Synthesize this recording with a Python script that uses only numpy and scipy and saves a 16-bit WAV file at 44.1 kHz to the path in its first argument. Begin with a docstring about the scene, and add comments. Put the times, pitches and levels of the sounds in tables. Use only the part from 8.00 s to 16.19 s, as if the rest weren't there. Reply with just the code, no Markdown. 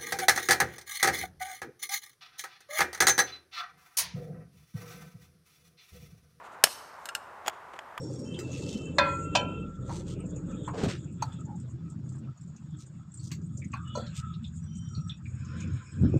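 """Outdoors under a digger, a hand-held phone hears a thin thread of engine oil patter into a plastic bucket.
Steel clanks twice as a filter is fitted (decaying modes over a noise crash); small things knock, and the steel
clacks lightly after a short scrape. A close sleeve rubs, cloth and grass swish, dry stalks crackle: shaped
noise and clicks. Fingers thump the case near the end. Air buffets the microphone all along as wandering
resonances, a low hum swells, thin wavering whistles come and go, and insects hiss in a high noise band."""
import sys
import numpy as np
from scipy import signal
from scipy.fft import rfft, irfft, dct, next_fast_len
from scipy.io import wavfile
from scipy.ndimage import uniform_filter1d

SR = 44100
rng = np.random.default_rng(int(sys.argv[2]) if len(sys.argv) > 2 else 0)


def output_pcm(signal):
    """Save a mono or channel-first signal as 16-bit PCM at the path in sys.argv[1].

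    Samples are clipped to [-1, 1] before scaling.
    """
    pcm = np.clip(np.atleast_2d(signal).T, -1, 1) * 32767
    wavfile.write(sys.argv[1], SR, np.round(pcm).astype(np.int16))


N = 361205
TIME = np.arange(N) / SR  # seconds

# Steel under the machine. Each row: frequency in Hz, 60 dB decay in s, then relative level in dB
# when struck at the first spot and at the second.
STEEL_MODES = [(554,0.55,-25,-38), (590,0.34,-23,-30), (684,0.12,-28,-28), (827,0.2,-35,-30),
               (980,0.11,-18,-22), (992,0.5,-27,-32), (1354,1.5,-25.5,-35), (1564,0.33,-25,-39),
               (1628,0.16,-27,-39), (1677,0.28,-28,-42), (1795,0.19,-30,-43), (1930,0.18,-25,-44),
               (2358,0.25,-44,-33), (2494,0.5,-28,-42), (2560,0.17,-33,-23), (3076,0.27,-48,-25.5),
               (3574,0.165,-25,-35), (4182,0.17,-35,-40), (4370,0.19,-34,-44), (4830,0.09,-32,-37),
               (5765,0.13,-42,-35), (7020,0.11,-47,-34)]
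# The two blows. Each row: start in seconds, ring gain in dB, crash level in dB, crash 60 dB decay in s.
CLANKS = [(0.9836, -0.5, -7, 0.039), (1.3505, 1.5, -15, 0.087)]
# Dense, short modes, one list for each spot struck. Each row: frequency in Hz, relative level in dB.
CRASH_COLOURS = [
    [(250, -38), (600, -19.5), (1000, 10.5), (1250, -17), (1800, -2), (2700, -22), (3700, -6.5),
     (5500, -19.5), (8200, -25)],
    [(250, -32.5), (650, 7.5), (1000, -1.5), (1500, -9.5), (2100, -18.5), (2700, -3.5), (3700, -7.5),
     (5500, -10.5), (8200, -21)],
]
CLANK_RISE_S = 0.0016

# Thumps on the phone's case. Each row: start in seconds, level in dB, frequency in Hz, 60 dB decay in s.
THUMPS = [(2.837, -9.5, 159, 0.033), (2.865, -9, 225, 0.027), (2.874, -16.5, 115, 0.079),
          (6.978, -17, 144, 0.078), (8.035, -2, 198, 0.041), (8.049, -4, 233, 0.027),
          (8.141, -2.5, 320, 0.016), (8.159, -9, 166, 0.03)]

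# Tools and bucket knocked, and the steel bouncing once after its clack. Each row: start in seconds, level in
# dB, body frequency in Hz, body 60 dB decay in s, bright clatter in dB relative to the knock.
KNOCKS = [(1.892, -39, 943, 0.25, -10.5), (2.677, -29.5, 1046, 0.11, -22.5), (3.222, -25, 900, 0.046, -0.5),
          (5.735, -36, 1123, 0.12, -8), (5.972, -32, 583, 0.17, -9.5)]
# The steel clacks at a light blow. Each row: start in seconds, level in dB.
CLACKS = [(5.9515, -34.5)]
# Modes the steel rings with at a light blow or a bright knock. Each row: frequency in Hz, relative level in dB,
# 60 dB decay in s.
CLATTER_MODES = [(588.4, -0.5, 0.28), (674, -11, 0.15), (987, 0, 0.16), (1335, -5.5, 0.38),
                 (2470, -18.5, 0.14), (4120, -12.5, 0.4), (4280, -19, 0.28), (4500, -12, 0.31),
                 (5740, -10.5, 0.078), (6430, -2, 0.065), (7780, -13, 0.072)]
# Hoarse scrapes. 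Each row: start and end in seconds, first and last frequency in Hz, width in Hz, level in dB.
SCRAPES = [(5.73, 5.836, 1610, 1340, 200, -50.5), (5.74, 5.916, 1158, 1280, 110.5, -51.5),
           (5.835, 6.116, 3490, 3340, 170.6, -57), (6.163, 6.342, 1305, 1276, 70, -48),
           (6.875, 7.14, 1330, 1270, 70, -54.5), (3.446, 3.581, 895, 808, 77.7, -50)]

# The close sleeve catches on the phone, drags and slips off. Each row: start in seconds, drag in seconds,
# level of the dull rub in dB, level of the rasp in dB.
SLEEVE_DRAGS = [(2.735, 0.03, -37.5, -54.5), (2.775, 0.061, -38.5, -47), (2.831, 0.026, -35, -46.5),
                (2.881, 0.028, -53, -41)]
# Colours of the dull rub and of the rasp. Each row: frequency in Hz, relative level in dB.
RUB_COLOUR = [(300, -5.5), (420, -5.5), (800, -16), (1500, -25.5)]
RASP_COLOUR = [(900, -10), (1500, 1.5), (3000, 0), (8200, -9)]
SLEEVE_ATTACK_S, SLEEVE_T60_S = 0.0033, 0.22
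# Shuffling near the phone. Each row: middle in seconds, length in seconds, level in dB.
MOVES = [(1.3, 2.9, -58), (2.638, 0.29, -53), (3.165, 0.61, -57.5), (6.09, 0.67, -53), (6.995, 0.85, -64)]
STILL_DB = -70.5  # rustle between the moves
# Resonances of the shuffling. Each row: frequency in Hz, width in Hz, relative level in dB.
RUSTLE_MODES = [(1298, 77, 1.5), (1400, 600, 0), (2607, 500, -6), (3470, 400, -4.5), (7300, 990, -7)]
# The grip slides on the case. Each row: middle in seconds, length in seconds, level in dB.
SLIDES = [(7.6, 0.43, -50.5), (8.08, 0.51, -54.5)]
# Resonances of that slide. Each row: frequency in Hz, width in Hz, relative level in dB.
SLIDE_MODES = [(450, 170, -6), (1031, 42, -5.5), (1490, 470, 4), (2460, 350, -2.5), (3440, 900, -8.5),
               (5240, 380, -7.5), (6880, 500, -11)]
# Cloth and grass brush past. Each row: middle in seconds, length in seconds, level in dB, lower edge in Hz.
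SWISHES = [(0.197, 0.45, -55.5, 4000), (0.641, 0.36, -47.5, 2030), (1.959, 0.14, -51.5, 2000),
           (2.107, 0.074, -53, 2000), (4.815, 0.042, -52.5, 3540), (5.259, 0.082, -53.5, 3900),
           (6.178, 0.056, -48.5, 1980)]
# Colour of the swishes. Each row: frequency in Hz, relative level in dB.
SWISH_COLOUR = [(3000, 6.5), (4600, 3.5), (7000, 7), (8400, 4), (15000, -10.5)]

# Grit and dry stalks underfoot. Each row: start in seconds, level in dB, centre in Hz.
CRACKLES = [(0.3418, -44, 3160), (0.515, -45, 6440), (0.5601, -52, 2690), (2.36, -47, 7000),
            (2.6437, -49.5, 3320), (3.321, -53, 3370), (5.139, -47.5, 8000), (5.172, -49, 7400),
            (5.1951, -56, 4500), (5.307, -51, 2570), (5.5718, -45.5, 7330), (5.618, -48, 2250),
            (5.6383, -53, 2060), (5.731, -40, 2530), (5.998, -54, 4040), (6.065, -47, 3890),
            (6.338, -51.5, 3860), (6.442, -46.5, 3590), (6.9494, -47, 4210), (7.095, -38.5, 3470),
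            (7.119, -53, 2590), (7.255, -47.5, 2370), (7.602, -46, 6750)]
# Sharp, broad clicks of things handled. Each row: start in seconds, level in dB.
CLICKS = [(0.39, -38), (2.836, -41), (5.3158, -38), (6.16, -46)]
# Colour of clicks and of bright knocks. Each row: frequency in Hz, relative level in dB.
TICK_COLOUR = [(1200, -1.5), (3000, 3.5), (8200, 0.5), (15000, -0.5)]
TICK_T60_S = 0.12
TICKING_DB = -51.5  # the strongest ticks of dry grass

OIL_DB, OIL_HZ = -69.5, 1060  # level before the bucket's distance is applied, middle pitch

# Eddies round the phone, deepest first. Each row: frequency in Hz, width in Hz, relative level in dB.
BASS_EDDIES = [(51.7, 15, -21), (90.8, 20, 2)]
LOW_EDDIES = [(128.3, 18, 0.5), (165.5, 29, -1), (214.7, 30, -9.5)]
HIGH_EDDIES = [(260.7, 36, 0.5), (303, 22, 0.5), (347, 50, -4), (392, 26, -15.5), (525, 230, -13.5)]
# Levels of the deepest and of the highest eddies between gusts. 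Each row: time in seconds, level in dB.
BASS_LEVEL = [(0, -46.5), (1.1, -38.5), (3, -42.5), (4.6, -46), (5.8, -40.5), (8.19, -36.5)]
FLUTTER_LEVEL = [(0, -40), (1.4, -39), (1.8, -42), (2.6, -40.5), (3.2, -46), (4.3, -53), (5.45, -51.5),
                 (6.6, -62), (7.7, -54), (8.19, -44.5)]
BREEZE_DB = -35.5  # low eddies between gusts
# Gusts. Each row: middle in seconds, length in seconds, rise in dB.
GUSTS = [(7.746, 0.17, 8.5), (8.036, 0.2, 15), (8.163, 0.044, 10)]
# Lulls. Each row: middle in seconds, length in seconds, drop in dB.
LULLS = [(1.744, 0.07, 7.5), (4.368, 0.077, 14.5), (4.585, 0.26, 6.5), (4.864, 0.17, 8.5),
         (5.097, 0.23, 7.5), (7.181, 0.13, 4), (7.868, 0.25, 10.5)]
FLUTTER_SWING = 1.21  # dB the high eddies move for each dB of a gust or lull
# Broad, soft wash of air. Each row: frequency in Hz, relative level in dB.
WASH_COLOUR = [(300, -4.5), (430, 3), (520, 1.5), (620, -8), (700, -24), (820, -14.5), (1100, -21),
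               (2000, -32.5)]
WASH_DB = -41  # when the high eddies are at their strongest, between gusts
WASH_SWING = 2.9  # dB the wash moves for each dB of FLUTTER_LEVEL

DRONE_S, DRONE_LENGTH_S, DRONE_HZ = 1.99, 1.9, 46.66  # middle, length, fundamental of the low hum
# Partials of the hum. Each row: multiple of the fundamental, level in dB.
DRONE_PARTIALS = [(1, -43.5), (4, -38)]

# Thin whistles and squeaks. Each row: start and end in seconds, first and last frequency in Hz, level in dB.
WHISTLES = [(-.06, 0.104, 5500, 5480, -52.5), (0.084, 0.322, 5540, 5540, -57),
            (0.245, 1.1, 2670, 2667, -51), (0.256, 0.41, 3109, 3100, -52), (0.626, 0.96, 3095, 3046, -54.5),
            (1.212, 1.671, 2720, 2670, -48.5), (1.24, 1.673, 3150, 3110, -57.5),
            (5.849, 5.982, 2960, 2920, -51.5), (6.607, 7.172, 5860, 5620, -61),
            (6.666, 6.954, 3090, 3120, -63.5)]

# Quiet open air. 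Each row: frequency in Hz, relative level in dB.
AIR_COLOUR = [(400, -9.5), (750, -2), (1300, 4), (1900, -5.5), (3300, -8.5), (5500, -6.5), (8400, -21.5),
              (15000, -13.5)]
AIR_DB = -69
# Insects over time, before their trim. Each row: time in seconds, level in dB.
INSECT_LEVEL = [(0, -59.5), (1.2, -52), (1.6, -66.5), (2.6, -57), (3.3, -61.5), (3.8, -71), (6.1, -63.5),
                (8.19, -63)]
# Colour of the insects. Each row: frequency in Hz, relative level in dB.
INSECT_COLOUR = [(5500, -66.5), (6700, 25.5), (7400, 21.5), (8400, 16.5), (9200, -38)]

# Treble response of the microphone. Each row: frequency in Hz, gain in dB.
MIC_SHELF = [(8400, 0), (9400, -13.5)]
TOP_HZ = 15500  # nothing much is passed above this
RAGGED_DB = 9  # reach of chance resonances in a colour, up and down


def clanks(tail_db=-20, tail_t60=0.52, dull_hz=1800, dull_db=-11):
    """Each blow rings the steel modes as weighted by its spot, over a crash with a duller chassis echo."""
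    out, t = np.zeros(N), TIME[:int(1.5 * SR)]
    rise = 1 - np.exp(-t / CLANK_RISE_S)
    for spot, (start, ring_db, crash_db, t60) in enumerate(CLANKS):
        ring = 0
        for hz, life, *db in STEEL_MODES:
            chatter = 1 + min(hz / 5000, 1) * walk(160)[:len(t)]  # upper modes are the most uneven
            tone = np.sin(2 * np.pi * (hz * t + rng.random()))
            ring = ring + undb(db[spot]) * fade(t, life) * chatter * tone
        # the echo loses dull_db for each octave above dull_hz
        dull = [(hz, db + dull_db * max(np.log2(hz / dull_hz), 0)) for hz, db in CRASH_COLOURS[spot]]
        echo = undb(tail_db) * noise(dull, size=len(t), ragged_db=RAGGED_DB) * fade(t, tail_t60)
        crash = noise(CRASH_COLOURS[spot], size=len(t)) * fade(t, t60) + echo
        add(out, start, (undb(ring_db) * ring + undb(crash_db) * crash) * rise)
    return out


def thumps(rise_s=0.0027):
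    """Fingers bump the phone's case: each bump is a few cycles of a damped low tone."""
    out, t = np.zeros(N), TIME[:SR // 4]
    rise = 1 - np.exp(-t / rise_s)
    for start, db, hz, t60 in THUMPS:
        add(out, start, undb(db) * np.sin(2 * np.pi * hz * t) * fade(t, t60) * rise)
    return out


def knocks(tail_db=-22, tail_t60=0.48, hiss_db=-11, rise_s=0.0025):
    """A damped body resonance with bright metal clatter and a short echo; the steel also clacks alone."""
    out, t = np.zeros(N), TIME[:SR // 2]
    attack = 1 - np.exp(-t / rise_s)
    for start, db, hz, t60, bright_db in KNOCKS:
        body_colour = [(hz * .5, -22), (hz * .85, -7), (hz, 0), (hz * 1.08, -9), (hz * 2.5, -32)]
        body = noise(body_colour, size=len(t))
        hiss = undb(hiss_db + bright_db) * noise(TICK_COLOUR, size=len(t))
        blow = (body + hiss) * (fade(t, t60) + undb(tail_db) * fade(t, tail_t60))
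        metal = undb(bright_db) * clatter(t, hz) * fade(t, 2 * t60)
        add(out, start, undb(db) * attack * (blow + metal))
    for start, db in CLACKS:
        add(out, start, undb(db) * attack * clatter(t))
    return out


def clatter(t, lowest_hz=0, rough=0.66):
    """Metal struck lightly rings unevenly in its modes; a glancing touch wakes only upper ones."""
    out = 0
    for hz, db, t60 in CLATTER_MODES:
        if hz > lowest_hz:
            rattle = 1 + rough * walk(260)[:len(t)]
            out = out + undb(db) * fade(t, t60) * rattle * np.sin(2 * np.pi * (hz * t + rng.random()))
    return out


def scrapes():
    """Short, hoarse slides: friction noise in one resonance that glides."""
    out = 0
    for start, end, first_hz, last_hz, width_hz, db in SCRAPES:
        progress = np.clip((TIME - start) / (end - start), 0, 1)
        phase = 2 * np.pi * np.cumsum(first_hz + (last_hz - first_hz) * progress) / SR
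        band = walk(2 * width_hz) * np.cos(phase) + walk(2 * width_hz) * np.sin(phase)
        out = out + undb(db) * np.sin(np.pi * progress) * band
    return out


def rustles(flicker_db=5):
    """Fibres catch and slip: shuffling, and one close sleeve with a dull rub and a rasp."""
    shuffle = resonant(RUSTLE_MODES, flicker_db, rate=24) * effort()
    rub_level = sum(undb(db) * drag(start, length) for start, length, db, _ in SLEEVE_DRAGS)
    rasp_level = sum(undb(db) * drag(start, length) for start, length, _, db in SLEEVE_DRAGS)
    rub = noise(RUB_COLOUR) * rub_level
    rasp = grit(RASP_COLOUR, spread_db=1, rate=9500) * rasp_level
    grain_db = 2.5 * walk(220)
    return shuffle + (rub + rasp) * undb(grain_db)


def effort():
    """Strength of the shuffling: separate moves over near stillness, added as powers."""
    moves_power = sum((undb(db) * swell(middle, length)) ** 2 for middle, length, db in MOVES)
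    return np.sqrt(undb(STILL_DB) ** 2 + moves_power)


def drag(start, length):
    """Strength of one drag: cloth catches quickly, drags evenly and dies away."""
    t = np.maximum(TIME - start, 0)
    return (1 - np.exp(-t / SLEEVE_ATTACK_S)) * fade(np.maximum(t - length, 0), SLEEVE_T60_S)


def slide(flicker_db=3):
    """The grip slides on the case: sets of narrow resonances come and go inside the broad ones."""
    rubbing = resonant(SLIDE_MODES, flicker_db, rate=18)
    flat = [(300, 0), (9000, 0)]
    sets = np.array([tint(rubbing, flat, RAGGED_DB * .7) for _ in range(6)])
    shares = np.array([np.exp(2 * walk(14)) for _ in sets])
    blend = (sets * shares).sum(axis=0) / shares.sum(axis=0)
    return blend * sum(undb(db) * swell(middle, length) for middle, length, db in SLIDES)


def swishes():
    """Cloth and grass brush past in grains; each stroke has its own resonances and lower edge."""
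    out = 0
    for middle, length, db, low_hz in SWISHES:
        colour = [(low_hz * .5, -20)]
        for hz, weight in SWISH_COLOUR:
            octaves_below = max(np.log2(low_hz / hz), 0)
            colour.append((hz, weight - 40 * octaves_below))
        grains = grit(colour, spread_db=-6, rate=2700, ragged_db=RAGGED_DB / 2)
        out = out + grains * undb(db) * swell(middle, length)
    catching_db = 2 * walk(55)
    return out * undb(catching_db)


def crackles(tick_db=-10, count=100):
    """Snaps underfoot, sharp clicks of handling, and dry grass ticking finely at chance moments."""
    out, t = np.zeros(N), TIME[:SR // 8]
    for start, db, hz in CRACKLES:
        add(out, start, undb(db) * snap(hz))
    for start, db in CLICKS:
        click = noise(TICK_COLOUR, size=len(t), ragged_db=RAGGED_DB) * fade(t, TICK_T60_S)
        add(out, start, undb(db) * click)
    for when, pitch, weakness in rng.random((count, 3)):
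        hz = 6800 + 1400 * pitch
        add(out, when * N / SR, undb(TICKING_DB + tick_db * weakness) * snap(hz, t60=0.081))
    return out


def snap(hz, t60=0.14):
    """A stalk or grain of grit snaps: a brief main resonance among weaker ones of its own."""
    t = TIME[:SR // 8]
    rise_s = .0009
    colour = [(hz * .5, -33), (hz * .85, -16), (hz, 0), (hz * 1.12, -15), (hz * 1.6, -33)]
    return noise(colour, size=len(t), ragged_db=RAGGED_DB) * fade(t, t60) * (1 - np.exp(-t / rise_s))


def oil(count=1600, t60=0.0058):
    """The viscous thread folds into the pool with tiny damped plips, loudest while the bucket is close."""
    out, t = np.zeros(N), TIME[:SR // 20]
    for when, pitch, weakness in rng.random((count, 3)):
        hz = OIL_HZ * 2 ** (1.2 * (pitch - .5))
        add(out, when * N / SR, undb(-14 * weakness) * np.sin(2 * np.pi * hz * t) * fade(t, t60))
    nearness = 0.23 + 1.1 * np.exp(-((TIME - 3.6) / 1.7) ** 2)  # closest at 3.6 s
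    return out / np.std(out) * undb(OIL_DB) * nearness


def buffet(unrest_db=2.5):
    """Air rumbles on the microphone port under a soft wash; gusts swell it and reach higher, lulls drop it."""
    rise_db = sum(db * swell(middle, length) for middle, length, db in GUSTS)
    drop_db = sum(db * swell(middle, length) for middle, length, db in LULLS)
    gust_db = rise_db - drop_db
    flutter_db = curve(FLUTTER_LEVEL)
    weak_db = flutter_db - flutter_db.max()
    fitful_db = unrest_db * walk(7.6) * np.tanh(-weak_db / 10)  # weak eddies come and go
    bass = eddies(BASS_EDDIES) * undb(curve(BASS_LEVEL) + gust_db)
    low = eddies(LOW_EDDIES) * undb(BREEZE_DB + gust_db)
    high = eddies(HIGH_EDDIES) * undb(flutter_db + FLUTTER_SWING * gust_db + fitful_db)
    wash = noise(WASH_COLOUR) * undb(WASH_DB + WASH_SWING * weak_db + gust_db)
    return bass + low + high + wash


def eddies(modes, even_s=.07):
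    """Turbulence whose pitch wanders while its strength stays even over a short while."""
    x = resonant(modes, flicker_db=4.5, rate=12)
    return x / np.sqrt(uniform_filter1d(x ** 2, int(even_s * SR)) + 0.066)


def drone(waver=0.025):
    """A low, wavering hum of a few partials, like a far engine, swells and fades."""
    phase = 2 * np.pi * np.cumsum(DRONE_HZ * (1 + waver * walk(8))) / SR
    hum = sum(undb(db) * np.sin(round(multiple) * phase) for multiple, db in DRONE_PARTIALS)
    return swell(DRONE_S, DRONE_LENGTH_S) * hum


def whistles(waver=0.0065):
    """Thin gliding tones set in quickly, waver in pitch and trill unevenly in level."""
    out = 0
    for start, end, first_hz, last_hz, db in WHISTLES:
        progress = np.clip((TIME - start) / (end - start), 0, 1)
        hz = (first_hz + (last_hz - first_hz) * progress) * (1 + waver * walk(220))
        trill_phase = 2 * np.pi * np.cumsum(26 + 8 * walk(20)) / SR  # near 26 trills a second
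        trill_db = 4 * np.sin(trill_phase) + 2 * walk(90)
        envelope = np.sqrt(abs(np.sin(np.pi * progress)))
        out = out + undb(db + trill_db) * envelope * np.sin(2 * np.pi * np.cumsum(hz) / SR)
    return out


def outdoors(insect_db=-2):
    """Quiet open air as steady noise, and a few insects as a high hiss that comes and goes."""
    insects = sum(noise(INSECT_COLOUR) * undb(4.5 * walk(rate)) for rate in (14, 45)) / 2
    return noise(AIR_COLOUR) * undb(AIR_DB) + insects * undb(curve(INSECT_LEVEL) + insect_db)


def undb(db):
    """Decibels to gain."""
    return 10 ** (np.asarray(db) / 20)


def curve(rows, column=1):
    """A column of a table, joined by straight lines in time."""
    rows = np.array(rows)
    return np.interp(TIME, rows[:, 0], rows[:, column])


def tint(x, points, ragged_db=0):
    """Filter x by (Hz, dB) points, falling 20 dB an octave beyond them, with chance resonances; rms 1."""
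    hz, db = np.transpose(points)
    size = next_fast_len(len(x), True)
    bins = np.fft.rfftfreq(size, 1 / SR)
    octave = np.log2(np.maximum(bins, 1))
    beyond = np.maximum(np.log2(hz[0]) - octave, 0) + np.maximum(octave - np.log2(hz[-1]), 0)
    spots = np.arange(0, SR, 230)  # Hz
    ripple = ragged_db * np.interp(bins, spots, rng.uniform(-1, 1, len(spots)))
    gain = undb(np.interp(octave, np.log2(hz), db) - 20 * beyond + ripple)
    y = irfft(rfft(x, size) * gain, size)[:len(x)]
    return y / np.std(y)


def noise(points, size=N, ragged_db=0):
    """Coloured noise of rms near 1."""
    return tint(rng.standard_normal(next_fast_len(size, True)), points, ragged_db)[:size]


def grit(points, spread_db, rate, ragged_db=0):
    """Dense tiny clicks of uneven size, about rate a second, coloured; rms near 1."""
    size = next_fast_len(N, True)
    sizes = undb(spread_db * np.minimum(rng.exponential(size=size), 5))
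    clicks = rng.standard_normal(size) * sizes * (rng.random(size) < rate / SR)
    return tint(clicks, points, ragged_db)[:N]


def resonant(modes, flicker_db, rate):
    """Noise in resonances of (Hz, width Hz, dB); each one swells and fades on its own; rms 1."""
    size, out = next_fast_len(N, True), 0
    bins = np.fft.rfftfreq(size, 1 / SR)
    for hz, width, db in modes:
        response = 1 / (1 + ((bins - hz) / width) ** 2) ** 2
        band = irfft(rfft(rng.standard_normal(size)) * response, size)[:N]
        out = out + band / np.std(band) * undb(db + flicker_db * walk(rate))
    return out / np.std(out)


def walk(rate):
    """Slow chance: normal random values, rate of them a second, joined by straight lines."""
    steps = rng.standard_normal(2 ** 14)
    return np.interp(TIME * rate, np.arange(len(steps)), steps)


def fade(t, t60):
    """Exponential decay, down 60 dB after t60 seconds."""
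    return np.exp(-np.log(1000) * t / t60)


def swell(middle, length):
    """A smooth rise and fall round a middle in seconds; top 1."""
    return np.exp(-(2 * (TIME - middle) / length) ** 2)


def add(out, start, sound):
    """Mix a sound in from a start in seconds."""
    i = max(int(start * SR), 0)
    out[i:i + len(sound)] += sound[:max(N - i, 0)]


def suppress(x, size=1024, threshold_db=5.5, slope=0.33):
    """Turn down each band that does not stand above its own running level, so quiet noise turns patchy."""
    padded = np.pad(x, ((0, 0), (0, size)), "reflect", reflect_type="odd")
    _, _, bands = signal.stft(padded, nperseg=size, noverlap=3 * size // 4)
    power = uniform_filter1d(abs(bands) ** 2, size=3, axis=-2)  # across bands
    power = uniform_filter1d(power, size=5, axis=-1).clip(1e-20)  # along time
    usual = np.exp(uniform_filter1d(np.log(power), size=121, axis=-1))
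    deepest = undb(-7)
    gain = np.clip((power / usual / undb(2 * threshold_db)) ** slope, deepest, 1)
    return signal.istft(bands * gain, nperseg=size, noverlap=3 * size // 4)[1][..., :N]


def scene():
    """Everything arrives at the one microphone."""
    handling = thumps() + rustles() + slide() + swishes()
    metal = clanks() + knocks() + scrapes()
    air = buffet() + drone() + whistles() + outdoors()
    return (metal + handling + crackles() + oil() + air)[None]


def record(dry):
    """The phone dulls the treble, suppresses steady noise, rounds the loudest peaks and cuts the top."""
    bin_hz = np.arange(N) * SR / (2 * N)
    shelf = undb(np.interp(bin_hz, *np.transpose(MIC_SHELF)))
    heard = dct(dct(dry, norm="ortho") * shelf, type=3, norm="ortho")
    rounded = .65 * np.tanh(suppress(heard) / .65)
    fade_out = np.minimum((TIME[-1] - TIME) / .004, 1)  # the last 4 ms
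    top_cut = signal.ellip(8, .2, 70, TOP_HZ, fs=SR, output="sos")
    return signal.sosfilt(top_cut, rounded * fade_out)


dry = scene()
out = record(dry)
output_pcm(out)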